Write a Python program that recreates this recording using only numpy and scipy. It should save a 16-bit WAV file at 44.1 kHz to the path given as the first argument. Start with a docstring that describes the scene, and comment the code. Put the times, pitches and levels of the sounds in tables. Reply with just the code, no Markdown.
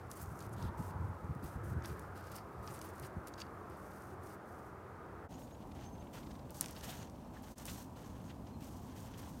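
"""A bear rolls on its back among fallen branches in snowy woods, then wades through deep snow.
Its fur rubs over wood and powder, its claws scrape bark, and twigs crack with a short ring.
Snow crunches and creaks as many tiny ice crystals break under its paws.
The wading is heard from a second spot, where a small bird whistles thinly far off.
A distant roar hangs in the trees and light wind bumps the microphone."""
import sys
import numpy as np
from scipy import signal
from scipy.fft import rfft, irfft, next_fast_len
from scipy.io import wavfile
from scipy.ndimage import uniform_filter1d

SR = 44100
rng = np.random.default_rng(int(sys.argv[2]) if len(sys.argv) > 2 else 0)


def generate_wav(sig):
    """Save sig (samples, or channels by samples) to the path in sys.argv[1] as 16-bit PCM at SR."""
    pcm = np.round(np.clip(np.atleast_2d(sig).T, -1, 1) * 32767).astype(np.int16)
    wavfile.write(sys.argv[1], SR, pcm)


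N = 414540
TIME = np.arange(N) / SR
SECOND_SPOT_S = 5.287   # from here on we listen from the second spot


def rolling(fur_db=-80, fur_and_flakes_end_s=3.7):
    """Fur and paws drag over dry branches and loose powder; flakes of snow crust crackle."""
    # each drag of the back or a paw: (start [s], length [s], crunch [dB], swish [dB])
    rubs = [(.095, 0.047, -67, -59), (.15, .09, -62, -56.5), (.25, 0.15, -78, -65.5),
            (.38, 0.089, -63, -63), (.56, 0.12, -60, -62), (.77, 0.14, -66, -61.5), (1.0, 0.11, -89, -74),
            (1.427, 0.076, -61, -58.5), (1.5, 0.066, -71, -67), (1.63, 0.1, -68, -61.5),
            (1.83, 0.1, -57.5, -59), (1.9, 0.17, -69, -69), (2.15, 0.063, -59.5, -63),
            (2.22, 0.1, -63, -66), (2.31, 0.08, -55.5, -61.5), (2.62, 0.054, -65, -66),
            (2.655, 0.14, -60, -58.5), (2.805, 0.1, -59.5, -60.5), (2.93, 0.14, -67, -65.5),
            (3.02, 0.05, -57, -56), (3.265, 0.02, -56, -56), (3.375, 0.047, -53, -62),
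            (3.69, 0.072, -65.5, -69), (3.76, 0.38, -71, -64.5), (4.21, 0.072, -71, -66),
            (4.255, 0.092, -65, -60.5), (4.45, 0.25, -75, -69.5)]
    # tone of rubbed branches: (frequency [Hz], level [dB])
    brush_tone = [(1200, 6.5), (2200, 3), (3500, -3.5), (5000, 0), (6500, -14), (9000, -22)]
    # tone of dry powder snow: (frequency [Hz], level [dB])
    powder_tone = [(4000, -17), (6000, -4), (7200, -6.5), (9300, -2.5), (11300, -7.5), (12900, -4.5),
                   (14500, -6), (16000, -13)]
    early = TIME < fur_and_flakes_end_s
    drags = strokes(rubs, attack_s=0.0061, release_s=0.01, arch_db=3.5)
    crunch, swish = np.hypot(drags, from_db(fur_db) * early)   # fur rubs faintly between drags
    rub = grains(per_s=1800, spread_db=1.5, clump_db=2.5, smooth=0.61)
    dust = grains(per_s=2200, spread_db=0, clump_db=1.5, smooth=0.64)
    powder = from_db(-1) * colour(dust, powder_tone) + from_db(-5.5) * flakes() * early
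    return branches(crunch * colour(rub, brush_tone) + swish * powder, ring_db=-6)


def wading(settling_db=-76.5, wander_octaves=0.052):
    """Paws pack deep snow, which gives way in small jerks, creaks under the weight and sprays powder."""
    # a paw or the whole body sinks in: (start [s], length [s], crunch [dB], swish [dB])
    steps = [(5.282, .09, -66.5, -71), (5.38, .07, -79, -66.5), (5.47, 0.043, -84, -78),
             (5.745, 0.11, -63, -72), (6.125, 0.063, -58.5, -61), (6.22, 0.13, -75, -70.5),
             (6.5, 0.086, -78, -67), (6.54, 0.08, -64.5, -59), (6.615, 0.11, -61, -62.5),
             (6.745, 0.084, -61.5, -63.5), (6.825, 0.094, -56, -54.5), (6.92, 0.063, -59, -61),
             (6.99, 0.047, -57, -64), (7.14, 0.19, -75, -88), (7.33, 0.063, -66, -73),
             (7.425, 0.15, -67, -65), (7.575, 0.051, -61, -59.5), (7.648, 0.069, -59.5, -53.5),
             (7.72, 0.1, -62.5, -57.5), (7.955, 0.11, -65.5, -69), (8.04, 0.18, -70, -74),
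             (8.235, 0.074, -67.5, -69.5), (8.46, 0.024, -64, -81), (8.6, 0.083, -65, -63),
             (8.7, .085, -67, -66), (8.815, 0.17, -66.5, -70), (8.955, 0.11, -65.5, -62.5),
             (9.07, 0.13, -66.5, -71), (9.17, 0.13, -63.5, -63.5), (9.32, 0.09, -69, -69)]
    # notes of creaking snow: (pitch [Hz], width [Hz], level [dB])
    creaks = [(1600, 520, -10.5), (2975, 650, -10), (4400, 560, -10.5), (6100, 1100, -6)]
    # tone of snow being packed: (frequency [Hz], level [dB])
    crunch_tone = [(400, 4.5), (800, 4), (1600, 1), (2400, -5), (3100, -2.5), (4500, -10.5), (6000, -11.5),
                   (9000, -21)]
    # tone of spraying powder: (frequency [Hz], level [dB])
    spray_tone = [(4000, -4.5), (6300, -0.5), (7500, -1.5), (8500, -0.5), (9700, -4), (10450, -7),
                  (11300, -2.5), (14500, -4), (16000, -8)]
    load = strokes(steps, attack_s=0.0081, release_s=0.025, arch_db=0.5)
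    settling = from_db(settling_db) * (TIME > SECOND_SPOT_S)   # trodden snow keeps shifting
    crunch, swish = np.hypot(load, settling)
    packing = grains(per_s=900, spread_db=1.5, clump_db=2.2, smooth=0.86)
    squeeze = grains(per_s=540, spread_db=2.5, clump_db=3, smooth=0.3)
    spray = grains(per_s=3500, spread_db=4, clump_db=1.5, smooth=1.6)
    creak = sum(from_db(db) * resonate(squeeze, hz * 2 ** (wander_octaves * drift(7)), width)
                for hz, width, db in creaks)
    return (from_db(1.35) * crunch * colour(packing, crunch_tone)
            + from_db(-3) * load[0] * creak
            + from_db(-0.4) * swish * colour(spray, spray_tone))


def snaps(crack_ratio=1.34, splinter_ratio=1.85, splinter_s=0.014, size_spread=0.068):
    """Each break is a sharp click, a short burst of splinters and the ring of a twig."""
    # twigs and crust crack: (time [s], level [dB], pitch [Hz], splinters against the click [dB])
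    breaks = [(0.1149, -26, 7850, -15), (.494, -46, 10000, -13), (.259, -48, 7000, -6),
              (0.391, -44, 7000, -3), (0.4052, -41, 6000, -7), (.425, -49, 6000, -4), (.465, -45, 9000, -9),
              (0.539, -43, 8000, -14), (0.626, -50, 5000, 4), (1.3502, -51.5, 9000, -4),
              (1.4275, -50, 8000, -10), (1.823, -45.5, 3500, -7), (1.848, -47, 4000, -8),
              (1.858, -37, 6650, -5), (1.9945, -44.5, 9000, -1), (1.882, -44, 12000, -9),
              (2.177, -46, 10000, -9), (2.242, -47, 6000, -11), (2.271, -45, 9000, -8),
              (2.363, -37.5, 9000, -5.5), (2.6762, -37.5, 4070, -10), (2.791, -42, 7000, -8),
              (2.815, -41.5, 6000, -1), (2.959, -49, 10000, -11), (2.982, -46, 9500, -11),
              (2.998, -31, 10100, -17), (3.2727, -38, 7900, -5), (3.283, -38, 9500, -10),
              (4.022, -43, 9000, -15), (6.506, -34, 10000, -14), (6.570, -38, 9000, -13),
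              (6.6105, -9.5, 9400, -25.5), (6.616, -46, 1700, -11), (6.618, -38, 9000, -5),
              (6.627, -43, 5600, -10), (6.6408, -52, 2500, -16), (6.6428, -42.5, 3000, 1),
              (6.66, -32, 6300, -19), (6.66, -37, 2800, -8), (6.684, -41, 5000, -5),
              (6.709, -33, 10500, -14), (6.7108, -32.5, 10000, -18), (6.726, -48, 4500, -8),
              (6.765, -45, 3850, -5), (6.81, -42, 5000, -7), (6.841, -44, 6500, -10),
              (6.895, -41, 3500, -6), (6.94, -45, 4500, -7), (7.098, -48, 5500, -6),
              (7.424, -46, 12000, -13), (7.655, -28, 9000, -17), (7.665, -33, 8000, -10),
              (7.684, -41.5, 3000, -8), (7.699, -35, 7000, -14), (8.472, -52, 3440, -10),
              (9.139, -49, 2930, -8)]
    # a broken twig rings: (pitch [Hz], level against the click [dB], time to fade by 60 dB [s])
    twig_notes = [(1300, -52, .02), (1570, -54, 0.033), (2840, -41, .025), (4100, -23.5, 0.011),
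                  (5100, -46, 0.016), (6370, -29, .012), (8940, -22, 0.0087)]
    # tone of the cracks as they arrive: (frequency [Hz], level [dB])
    snap_tone = [(500, 12), (2500, 4.5), (4100, 0), (4700, 2), (6000, 3.5), (8000, -2.5), (9000, 1.5),
                 (12500, 0), (14500, -1), (16000, 1)]
    out, t = np.zeros(N), np.arange(2600) / SR
    for s, db, hz, splinter_db in breaks:
        crack = band(signal.unit_impulse(len(t)), hz / crack_ratio, hz * crack_ratio)
        noise = band(rng.standard_normal(len(t)), hz / splinter_ratio, hz * splinter_ratio)
        splinters = from_db(splinter_db - 60 * t / splinter_s) * rms_one(noise)
        size = 1 + size_spread * rng.uniform(-0.64, 1)   # a bigger twig rings lower
        wood = sum(from_db(note_db - 60 * t / fade_s) * np.sin(2 * np.pi * note_hz * t / size)
                   for note_hz, note_db, fade_s in twig_notes)
        snap = crack / np.abs(crack).max() + splinters + wood
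        start = int(s * SR)
        out[start:start + len(t)] += from_db(db) * snap[:N - start]
    return from_db(-3.5) * np.std(out) * colour(out, snap_tone)


def scrapes():
    """Claws catch on bark and ring the wood harder than fur does."""
    # short scrapes: (time [s], level [dB], half length [s], pitch [Hz], width [octaves])
    catches = [(0.213, -50.5, 0.0075, 10500, 1.2), (0.231, -53, 0.008, 11000, 1),
               (0.534, -57, 0.01, 8950, 0.97), (0.626, -62, 0.048, 3600, 0.45),
               (1.445, -53, 0.0046, 12500, .7), (1.851, -50, 0.005, 2800, 1.4),
               (2.319, -50.5, .003, 8000, 2.4), (2.328, -57, .002, 7000, 1.8),
               (2.37, -61, 0.027, 5240, 0.26), (2.353, -54, 0.0027, 2400, 1), (2.366, -51, 0.012, 11000, 1),
               (2.749, -53, .006, 9300, .6), (2.853, -55, .008, 12000, .7),
               (3.3397, -46, 0.001, 4800, 0.85), (3.386, -61, 0.008, 5000, 1.2),
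               (3.404, -45, .0015, 4500, 0.83), (3.412, -49, 0.0026, 5900, 0.45),
               (3.418, -43.5, 0.0045, 3500, 1), (3.701, -65, .004, 9500, 1), (6.625, -52, 0.011, 4600, 2.1),
               (6.635, -52, 0.01, 1400, 1), (6.769, -51.5, .005, 2900, 1.1),
               (7.584, -49, 0.0037, 7800, 1.1)]
    bark = grains(per_s=3600, spread_db=4, clump_db=2, smooth=0.47)
    return from_db(-5) * branches(slips(catches, bark), ring_db=9)


def crunches():
    """Packed snow caves in with dull jerks under a heavy paw."""
    # snow gives way: (time [s], level [dB], half length [s], pitch [Hz], width [octaves])
    jerks = [(5.323, -66, .006, 2800, 1.8), (5.39, -65, .004, 2500, 1.4), (5.42, -59, .003, 2400, 1),
             (5.477, -64, .004, 2500, 1.4), (5.513, -63, 0.0045, 2300, 1.4), (5.551, -62, .003, 2400, 1.4),
             (5.62, -63.5, 0.011, 2200, 1.6), (5.719, -57.5, .004, 2880, 1.5),
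             (5.795, -64, .016, 2500, 1.2), (5.845, -58.5, 0.0072, 2700, 2), (5.957, -62, .004, 2200, 1.6),
             (5.982, -65, .005, 2700, 1.4), (6.013, -62, .002, 2600, 1), (6.025, -60, 0.0037, 2400, 0.84),
             (6.073, -59, .003, 2100, 0.92), (6.165, -60, .018, 2400, 1.8), (6.236, -58, .005, 2600, 1.3),
             (6.269, -57.5, .005, 2600, 2.1), (6.314, -56, .006, 2500, 2.3), (6.356, -59, .005, 2400, 2.2),
             (6.395, -58, .004, 2400, 2), (6.457, -65, .004, 2500, 1.5), (6.498, -58, 0.0028, 2400, 1.2),
             (6.511, -65, .003, 2600, 1.4), (6.838, -51, 0.0099, 1600, 2.6), (6.892, -50, .014, 776, 0.34),
             (6.897, -51, 0.014, 3200, .6), (6.93, -54, 0.015, 2200, 1.1), (7.37, -54, 0.0065, 1510, 0.58),
             (7.692, -48, .011, 1900, 1.9), (8.304, -53, 0.0082, 1800, 2), (8.626, -60, .009, 1900, 1.3),
             (9.145, -56.5, .006, 2300, 1.3), (9.196, -54, .006, 4000, 4)]
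    snow = grains(per_s=3200, spread_db=3, clump_db=1, smooth=0.97)
    return from_db(-4.5) * slips(jerks, snow)


def flakes(low_hz=6500, high_hz=13800, width_hz=1800, pitches=8):
    """Each flake of crust breaks with a tiny ring at one of a few high pitches."""
    breaks = grains(per_s=750, spread_db=2, clump_db=3.5, smooth=0)
    choice = rng.integers(0, pitches, N)
    return rms_one(sum(around(breaks * (choice == k) + 1e-18, hz, width_hz)
                       for k, hz in enumerate(np.linspace(low_hz, high_hz, pitches))))


def branches(x, ring_db):
    """Dry wood rings briefly when it is rubbed or scraped."""
    # notes of the branches: (pitch [Hz], width [Hz], level [dB])
    notes = [(2820, 310, -14), (3600, 210, -22), (4650, 280, -7), (5240, 350, -11), (6600, 240, -11),
             (9200, 450, -16), (12700, 700, -13)]
    return x + sum(from_db(db + ring_db) * around(x, hz, width) for hz, width, db in notes)


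def grains(per_s, spread_db, clump_db, smooth):
    """Tiny breaks come in clumps, a few large among many small, over the smooth hiss of sliding."""
    chance, friction = rng.random(N), white()
    breaking = chance < per_s / SR
    sizes = np.minimum(-np.log(chance[breaking] * SR / per_s), 4.5)
    breaks = np.zeros(N)
    breaks[breaking] = from_db(spread_db * sizes) * np.sign(friction[breaking])
    return (rms_one(breaks) + smooth * friction) * from_db(clump_db * drift(110))


def strokes(rows, attack_s, release_s, arch_db):
    """Loudness of crunch and swish: each stroke sets in, presses hardest half way, then dies away."""
    power = np.zeros((2, N))
    for start, length, crunch_db, swish_db in rows:
        on = slice(max(int(start * SR), 0), int((start + length + .5) * SR))
        t = np.maximum(TIME[on] - start, 0)
        pressure = from_db(arch_db * (np.sin(np.pi * np.minimum(t / length, 1)) - 2))
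        shape = np.minimum(t / attack_s, 1) * pressure * np.exp(-np.maximum(t - length, 0) / release_s)
        power[:, on] += (from_db([[crunch_db], [swish_db]]) * shape) ** 2
    return np.sqrt(power)


def slips(rows, grain):
    """A slip is a brief burst of coarse grains around one pitch."""
    out = np.zeros(N)
    for s, db, half_s, hz, octaves in rows:
        on = slice(int((s - .15) * SR), int((s + .15) * SR))
        edge, shape = 2 ** (octaves / 2), swell(TIME[on] - s, half_s)
        burst = rms_one(shape * band(grain[on], hz / edge, hz * edge))
        out[on] += from_db(db) * np.sqrt(np.mean(shape ** 2)) * burst
    return out


def bird(scatter_s=0.22, scatter_db=-8):
    """Thin gliding whistles from far off, smeared by many trunks on the way."""
    # whistles: (start [s], length [s], first pitch [Hz], last pitch [Hz], level [dB], waver [share])
    notes = [(5.333, 0.035, 6500, 7050, -68, .004), (5.422, 0.031, 6350, 7050, -68, .004),
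             (5.513, 0.04, 6250, 7000, -69, .004), (5.832, 0.068, 6250, 6370, -64.5, 0.004),
             (5.905, 0.066, 6300, 6360, -71, 0.0046), (5.992, 0.027, 6150, 6470, -68, .005),
             (8.233, 0.091, 6560, 6600, -76, 0.008), (8.522, .045, 4250, 4080, -72, .007)]
    out, flutter = np.zeros(N), drift(400)
    for s, length, start_hz, end_hz, db, waver in notes:
        on = (TIME > s) & (TIME < s + length)
        along = (TIME[on] - s) / length
        hz = (start_hz + (end_hz - start_hz) * along) * (1 + waver * flutter[on])
        out[on] += from_db(db) * np.sin(np.pi * along) * np.sin(2 * np.pi * np.cumsum(hz) / SR)
    t = np.arange(SR // 2) / SR
    echoes = rng.standard_normal(len(t)) * from_db(-60 * t / scatter_s)
    scattered = signal.fftconvolve(out, echoes / np.linalg.norm(echoes))[:N]
    return from_db(1.5) * (out + from_db(scatter_db) * scattered)


def woods(x):
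    """Snow swallows most echoes; only a few trunks answer."""
    # echoes off the trunks: (delay [s], level [dB])
    trunks = [(0.018, -23), (0.049, -23)]
    return x + sum(from_db(db) * np.pad(x, (int(delay * SR), 0))[:N] for delay, db in trunks)


def distant_roar(waver_db=1.2, hiss_db=-75):
    """Far, dull noise through the trees, darker at the second spot; moving air makes it waver."""
    # tone of the roar at the first spot: (frequency [Hz], level [dB])
    first_tone = [(30, -26), (60, 0), (85, 2.5), (120, 0.5), (200, -3.5), (270, -4), (360, 0), (600, -5),
                  (950, -6), (1300, -5.5), (1650, -13), (2200, -22.5), (3000, -38.5)]
    # and at the second spot: (frequency [Hz], level [dB])
    second_tone = [(30, -21), (45, -5.5), (70, -2), (115, -6), (175, -5.5), (245, -5), (330, -10),
                   (420, -15.5), (780, -14.5), (980, -16.5), (1220, -24.5), (1600, -32.5), (2200, -42.5)]
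    # loudness of the roar: (time [s], level [dB])
    loudness = [(0, -55), (.7, -53), (1.2, -55), (1.9, -53), (2.35, -54.5), (2.75, -53), (3.3, -53),
                (4.9, -54.5), (5.35, -53), (5.6, -52.5), (6.5, -53), (7.6, -54.5), (9.4, -54.5)]
    # faint steady hums at the first spot: (pitch [Hz], width [Hz], level [dB])
    hums = [(91.3, 13, -62), (196, 9.7, -65.5), (338, 38, -69)]
    # tone of an even hiss: (frequency [Hz], level [dB])
    hiss_tone = [(2500, 2), (4000, -3), (7000, -5), (10000, -5.5), (11300, -8.5), (14000, -5.5),
                 (16000, -12)]
    at_first = TIME < SECOND_SPOT_S
    spots = [colour(white(), tone) for tone in (first_tone, second_tone)]
    first, second = [x / np.std(band(x, 300, 1400)) for x in spots]
    roar = gain_curve(loudness) * np.where(at_first, from_db(0.53) * first, from_db(-2.17) * second)
    edges = np.geomspace(300, 1900, 6)
    waver = sum((from_db(waver_db * drift(6)) - 1) * band(roar, low, high)
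                for low, high in zip(edges, edges[1:]))
    hum = sum(from_db(db) * rms_one(around(white(), hz, width)) for hz, width, db in hums)
    roar = roar + waver + roar_swells() + at_first * (hum + whine())
    return roar + from_db(hiss_db) * colour(white(), hiss_tone)


def roar_swells():
    """The far roar grows louder around one pitch for a moment."""
    # swells: (time [s], level [dB], half length [s], pitch [Hz], width [Hz])
    rises = [(.9, -55, 0.3, 923, 226), (1.847, -60, 0.26, 1490, 420), (8.6, -54.5, 0.65, 220, 109)]
    return sum(from_db(db) * swell(TIME - s, half_s) * rms_one(around(white(), hz, width))
               for s, db, half_s, hz, width in rises)


def whine(start_hz=1274, sink_hz_per_s=11, waver_hz=3.02, flutter_db=1.5):
    """A far, unsteady whine, as of tyres on a road, sinks slowly in pitch."""
    # the whine swells: (time [s], level [dB], half length [s])
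    rises = [(1.6, -67.5, 0.94), (2.67, -59, 0.039), (4.6, -64.5, 0.082), (4.82, -67, .04),
             (5.005, -57, 0.033)]
    hz = start_hz - sink_hz_per_s * TIME + waver_hz * drift(24.96)
    level = sum(from_db(db) * swell(TIME - s, half_s) for s, db, half_s in rises)
    return level * from_db(flutter_db * drift(20)) * rms_one(np.sin(2 * np.pi * np.cumsum(hz) / SR))


def wind_rumble(unevenness=0.42):
    """Swirling air pushes on the microphone, with single bumps standing out."""
    # tone of the wind: (frequency [Hz], level [dB])
    wind_tone = [(25, -31), (45, -13.5), (70, 3.5), (105, 4), (170, -6.5), (260, -16.5), (400, -27),
                 (700, -67)]
    # strength of the wind: (time [s], level [dB])
    wind_level = [(0, -52.5), (.3, -60), (.62, -50), (1.05, -57.5), (1.45, -56), (1.75, -44), (2.1, -55),
                  (2.7, -59), (3.1, -73), (3.6, -78), (5.2, -62), (5.5, -64), (6.3, -65.5), (7.85, -61),
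                  (8.1, -53), (9.1, -53), (9.4, -55)]
    # dull bumps of wind and of the bear's weight: (time [s], level [dB], half length [s])
    bumps = [(0.234, -44, 0.0097), (0.28, -45.5, .008), (0.324, -44.5, 0.013), (0.472, -44, 0.0074),
             (0.56, -45.5, 0.051), (0.649, -35.5, 0.017), (0.689, -37, 0.0065), (0.804, -36, 0.0089),
             (0.88, -44.5, 0.036), (0.964, -40, 0.009), (1.011, -38, 0.017), (1.048, -35.5, 0.0098),
             (1.101, -40.5, 0.017), (1.25, -41.5, 0.013), (1.305, -36, 0.013), (1.366, -42.5, 0.0088),
             (1.445, -40, 0.013), (1.5, -48, 0.012), (1.565, -38, 0.0073), (1.66, -43.5, 0.042),
             (1.726, -38.5, 0.018), (1.774, -32.5, 0.01), (1.81, -50, 0.012), (1.915, -44, 0.015),
             (2.327, -47.5, 0.011), (2.6, -47, 0.0081), (2.71, -42.5, 0.0062), (3.029, -46.5, 0.014),
             (3.173, -39, 0.0092), (6.894, -54, 0.035), (7.006, -46, 0.023), (7.727, -46.5, 0.03)]
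    swirls = colour(white(), wind_tone)
    smoothed_power = uniform_filter1d(uniform_filter1d(swirls ** 2, size=700), size=700)
    strength = np.sqrt(np.abs(smoothed_power) + 1e-9)
    gusts = from_db(-0.5) * gain_curve(wind_level) * strength ** unevenness
    bump_power = sum((from_db(db) * swell(TIME - s, half_s)) ** 2 for s, db, half_s in bumps)
    return band(swirls / strength * np.sqrt(gusts ** 2 + bump_power), 42, 770)


def from_db(db):
    """Turn decibels into a factor to multiply by."""
    return 10 ** (np.asarray(db) / 20)


def rms_one(x):
    """Scale a signal to an average power of 1."""
    return x / np.sqrt(np.mean(x ** 2) + 1e-20)


def gain_curve(rows):
    """Join (time [s], level [dB]) points into a volume curve, silent outside their span."""
    s, db = np.transpose(rows)
    return from_db(np.interp(TIME, s, db)) * (TIME > s[0] - .03) * (TIME < s[-1] + .03)


def colour(x, tone):
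    """Shape the lows and highs of a signal by (frequency [Hz], level [dB]) points; power 1."""
    hz, db = np.transpose(tone)
    size = next_fast_len(N + 4096)
    f = np.maximum(np.arange(size // 2 + 1) * SR / size, 1)
    roll_off = np.minimum(f / hz[0], 1) ** 2 * np.minimum(hz[-1] / f, 1) ** 4
    curve = from_db(np.interp(np.log(f), np.log(hz), db))
    return rms_one(irfft(rfft(x, size) * roll_off * curve, size)[:N])


def band(x, low_hz, high_hz):
    """Keep what lies between two frequencies."""
    sos = signal.butter(2, [low_hz, min(high_hz, .45 * SR)], "band", fs=SR, output="sos")
    return signal.sosfilt(sos, x)


def around(x, hz, width_hz):
    """Keep what lies near one frequency."""
    return band(x, hz - width_hz / 2, hz + width_hz / 2)


def resonate(x, hz, width_hz):
    """Make a signal ring at a pitch that may move; power 1."""
    turn = np.exp(2j * np.pi * np.cumsum(hz) / SR)
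    low_pass = signal.butter(2, width_hz / 2, fs=SR, output="sos")
    return rms_one((turn * signal.sosfilt(low_pass, x / turn)).real)   # shift down, filter, shift back


def white():
    """Plain white noise."""
    return rng.standard_normal(N)


def drift(rate):
    """A random wander of power 1 that changes about rate times a second."""
    return rms_one(np.interp(TIME * rate, np.arange(8000), rng.standard_normal(8000)))


def swell(t, half_s):
    """A bell-shaped rise and fall around time zero."""
    return np.exp(-.5 * np.minimum((t / half_s) ** 2, 100))


def scene():
    """Bear and bird among the trees, over roar and wind."""
    bear = rolling() + wading() + snaps() + scrapes() + crunches()
    return (woods(bear + bird()) + distant_roar() + wind_rumble())[None]


def record(dry, cutoff_hz=15900):
    """The level dips briefly twice, and the highest treble is cut."""
    # dips in level: (time [s], half length [s], depth [dB])
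    dips = [(5.283, 0.03, -19), (7.551, 0.034, -48)]
    for s, half_s, db in dips:
        dry = dry * np.interp(np.abs(TIME - s), [0, half_s], [from_db(db), 1])
    return signal.sosfilt(signal.ellip(10, .1, 80, cutoff_hz, fs=SR, output="sos"), dry)


dry = scene()
out = record(dry)
generate_wav(out)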